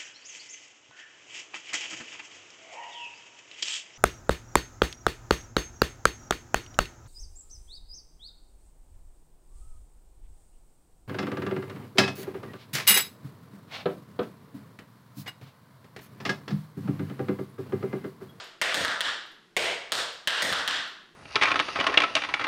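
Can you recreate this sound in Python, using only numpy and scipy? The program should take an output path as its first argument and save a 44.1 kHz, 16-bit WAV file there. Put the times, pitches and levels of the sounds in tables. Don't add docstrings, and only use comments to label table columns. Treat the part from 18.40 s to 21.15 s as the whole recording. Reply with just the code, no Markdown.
import sys
import numpy as np
from scipy import signal
from scipy.fft import rfft, irfft
from scipy.io import wavfile

SR = 44100
rng = np.random.default_rng(int(sys.argv[2]) if len(sys.argv) > 2 else 0)


def wrap_up_sound(samples):
    columns = np.atleast_2d(samples).T
    tamed = np.clip(columns, -1, 1)
    steps = np.round(tamed * 32767).astype(np.int16)
    wavfile.write(sys.argv[1], SR, steps)


N = 121275
LEAD = int(0.4 * SR)
TOTAL, RING, TAIL = LEAD + N, SR // 8, SR

# start in seconds, level in dB, knock in dB, bending in dB,
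# lower plate mode in Hz, its width in Hz, upper plate mode in Hz, its gain in dB, treble in dB,
# treble cut-off in Hz, diffuse echo in dB, wall reflection in dB (capped in room_response).
TAP_STRIKES = [(-0.26, 15.5, 6.5, -7, 1710, 950, 3320, 6, 15, 9200, 3, -20),
               (0.2151, 23.5, -3, -18.5, 1915, 496, 2670, -1.5, 2, 10800, 3.5, -16),
               (0.3440, 19, 1, -11, 1770, 440, 3410, 0, 7, 12600, -1, -15),
               (0.4489, 22, -10.5, -17, 1640, 530, 3300, -6, -7, 10900, -2, -7),
               (0.6070, 22, -10.5, -18.5, 1790, 484, 3240, 1.5, -2.5, 8200, -2.5, -24),
               (1.1663, 24, 1.5, -14.5, 2230, 420, 2920, -2.5, 3, 11600, 2, -22),
               (1.5204, 16, 3, -10.5, 1670, 680, 3500, 5, 11, 11000, -0.5, -6.5),
               (1.8737, 25.5, -8.5, -24.5, 1775, 443, 3050, 2.5, -2, 11100, 1, -8),
               (2.0219, 20.5, -3, -15, 1930, 365, 3500, -4, 4, 12800, 2, -29),
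               (2.1262, 17, -12.5, -19, 1540, 580, 3200, 0, -5, 11000, 0, -24),
               (2.2773, 19.5, -15, -15.5, 1780, 520, 3250, 3, -4.5, 7960, 0, -7)]
# frequency in Hz, width in Hz, gain in dB.
PLATE_TREBLE_MODES = [(4100, 270, -31), (5080, 1300, -20.5), (6680, 220, -12.5), (8510, 1040, -22),
                      (11020, 470, -29.5), (14000, 5400, -29)]
# frequency in Hz, width in Hz, gain in dB.
BOARD_KNOCK_MODES = [(364, 62, -8.5), (472, 95, -5), (658, 103, -1), (804, 300, -2), (900, 350, -4)]
# frequency in Hz, width in Hz, gain in dB.
BOARD_BENDING_MODES = [(80, 12, 0), (116, 20, 0), (185.5, 26.5, 1), (288, 34.5, 5)]
# start in seconds, level in dB, contact cut-off in Hz.
WEIGHT_LANDINGS = [(0.37, 15, 426), (0.403, 14, 200), (0.438, 15, 87), (2.044, 11, 446), (2.083, 7, 300),
                   (2.112, 21.5, 107)]
# start in seconds, level in dB.
PLATE_TICKS = [(0.042, -22), (0.863, -32), (0.917, -31), (1.728, -25), (2.478, -27), (2.528, -52)]
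# delay in seconds, gain in dB.
NEAR_REFLECTIONS = [(0.0054, -5.5), (0.012, -12.5)]
# frequency in Hz, relative level in dB, seconds to fall 60 dB.
ECHO_BANDS = [(71.4, -4.5, 0.62), (200, -1.5, 0.51), (483, 3.5, 0.58), (1290, 1.5, .68), (2440, -2, 0.59),
              (4770, -3.5, 0.64), (8330, 1.5, 0.44), (13900, 8.5, 0.31)]
# frequency in Hz, relative spectral density in dB.
ROOM_NOISE_SPECTRUM = [(30, -3), (90, -12), (175, 5.5), (250, 0), (360, 6.5), (600, -8.5), (1500, -10),
                       (4000, -12), (8000, -22.5), (15000, -25.5)]


def taps():
    contact_hz, upper_width_ratio = 4400, 2.37
    treble, bending = struck_body(PLATE_TREBLE_MODES), struck_body(BOARD_BENDING_MODES)
    knock = soften(struck_body(BOARD_KNOCK_MODES), contact_hz)
    out = np.zeros(TOTAL)
    for (start, level_db, knock_db, bend_db, lower_hz, lower_width, upper_hz, upper_db,
         treble_db, treble_hz, echo_db, wall_db) in TAP_STRIKES:
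        lower = ring(lower_hz, lower_width)
        upper = from_db(upper_db) * ring(upper_hz, upper_width_ratio * lower_width)
        clack = soften(lower + upper, contact_hz) + from_db(treble_db) * soften(treble, treble_hz)
        board = from_db(knock_db) * knock + from_db(bend_db) * bending
        at_microphone = in_room(clack, echo_db, wall_db) + in_room(board, echo_db, wall_db)
        add(out, start, from_db(level_db) * at_microphone)
    return out


def thuds():
    out, bending = np.zeros(TOTAL), struck_body(BOARD_BENDING_MODES)
    for start, level_db, contact_hz in WEIGHT_LANDINGS:
        add(out, start, from_db(level_db) * in_room(soften(bending, contact_hz), echo_db=-11))
    return out


def ticks():
    out, tick = np.zeros(TOTAL), ring(hz=12400, width_hz=4500)
    for start, level_db in PLATE_TICKS:
        add(out, start, from_db(level_db) * in_room(tick, echo_db=-11))
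    return out


def ring(hz, width_hz):
    radius = np.exp(-np.pi * width_hz / SR)
    feedforward = np.array([1, 0, -1]) * (1 - radius ** 2) / 2
    feedback = [1, -2 * radius * np.cos(2 * np.pi * hz / SR), radius ** 2]
    return signal.lfilter(feedforward, feedback, signal.unit_impulse(RING)) + 1e-18


def struck_body(modes):
    return sum((-1) ** k * from_db(db) * ring(hz, width) for k, (hz, width, db) in enumerate(modes))


def in_room(sound, echo_db, wall_db=-20):
    return signal.fftconvolve(sound, room_response(echo_db, wall_db))


def room_response(echo_db, wall_db):
    wall_delay_s, loudest_wall_db, spread_s = 0.0331, -9, 0.00018
    direct = from_db(-4) * signal.unit_impulse(TAIL)
    echo = diffuse_echo(echo_db)
    early = np.full(TAIL, 1e-18)
    for delay_s, db in [*NEAR_REFLECTIONS, (wall_delay_s, min(wall_db, loudest_wall_db))]:
        arrival_s = abs(delay_s + spread_s * rng.standard_normal())
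        early[int(arrival_s * SR)] += from_db(db)
    return direct + soften(early, cutoff_hz=10600) + echo


def diffuse_echo(echo_db):
    base_db, build_s = -29, 0.003
    t, hz = np.arange(TAIL) / SR, np.fft.rfftfreq(TAIL, 1 / SR)
    spectrum = rfft(rng.standard_normal(TAIL)) * from_db(base_db + echo_db + at_hz(ECHO_BANDS, hz))
    centres_hz = np.geomspace(60, 16000, 12)
    echo = np.zeros(TAIL)
    for centre_hz, weights in zip(centres_hz, np.eye(len(centres_hz))):
        triangle = at_hz(np.c_[centres_hz, weights], hz)
        t60_s = at_hz(ECHO_BANDS, centre_hz, column=2)
        echo += irfft(spectrum * triangle, TAIL) * from_db(-60 * t / t60_s)
    return echo * (1 - np.exp(-t / build_s))


def room_noise():
    hz = np.fft.rfftfreq(TOTAL, 1 / SR)
    gain = from_db(-50.5 + at_hz(ROOM_NOISE_SPECTRUM, hz))
    return irfft(rfft(rng.standard_normal(TOTAL)) * gain, TOTAL)


def from_db(db):
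    return 10 ** (np.asarray(db) / 20)


def at_hz(rows, hz, column=1):
    rows = np.array(rows)
    return np.interp(np.log(hz + 1e-9), np.log(rows[:, 0]), rows[:, column])


def add(out, start_s, sound):
    start = max(LEAD + int(start_s * SR), 0)
    out[start:start + len(sound)] += sound[:TOTAL - start]


def soften(sound, cutoff_hz):
    return signal.sosfilt(signal.butter(2, cutoff_hz, fs=SR, output="sos"), sound)


def smooth(values, seconds):
    pole = np.exp(-1 / (seconds * SR))
    return signal.lfilter([1 - pole], [1, -pole], values)


def gain_control(sound):
    hold_db, squeeze, release_db_per_s = -27, 0.97, 248
    sense_s, attack_s, reaction_s = 0.0039, 0.006, 0.0008
    t = np.arange(N) / SR
    level_db = 10 * np.log10(smooth(sound ** 2, sense_s) + 1e-12)
    wanted_cut_db = squeeze * np.maximum(level_db - hold_db, 0)
    ramp_db = release_db_per_s * t
    held_cut_db = np.maximum.accumulate(wanted_cut_db + ramp_db) - ramp_db
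    cut_db = smooth(held_cut_db, attack_s)
    return sound * from_db(-np.interp(t - reaction_s, t, cut_db))


def scene():
    return (taps() + thuds() + ticks() + room_noise())[None, LEAD:]


def record(dry):
    ceiling, top_hz = 0.17, 15700
    microphone = soften(dry[0], cutoff_hz=10800)
    drive = gain_control(microphone) / ceiling
    clipped = ceiling * drive / (1 + drive ** 8) ** (1 / 8)
    steep_lowpass = signal.ellip(10, 0.1, 80, top_hz, fs=SR, output="sos")
    return signal.sosfilt(steep_lowpass, clipped[None])


dry = scene()
out = record(dry)
wrap_up_sound(out)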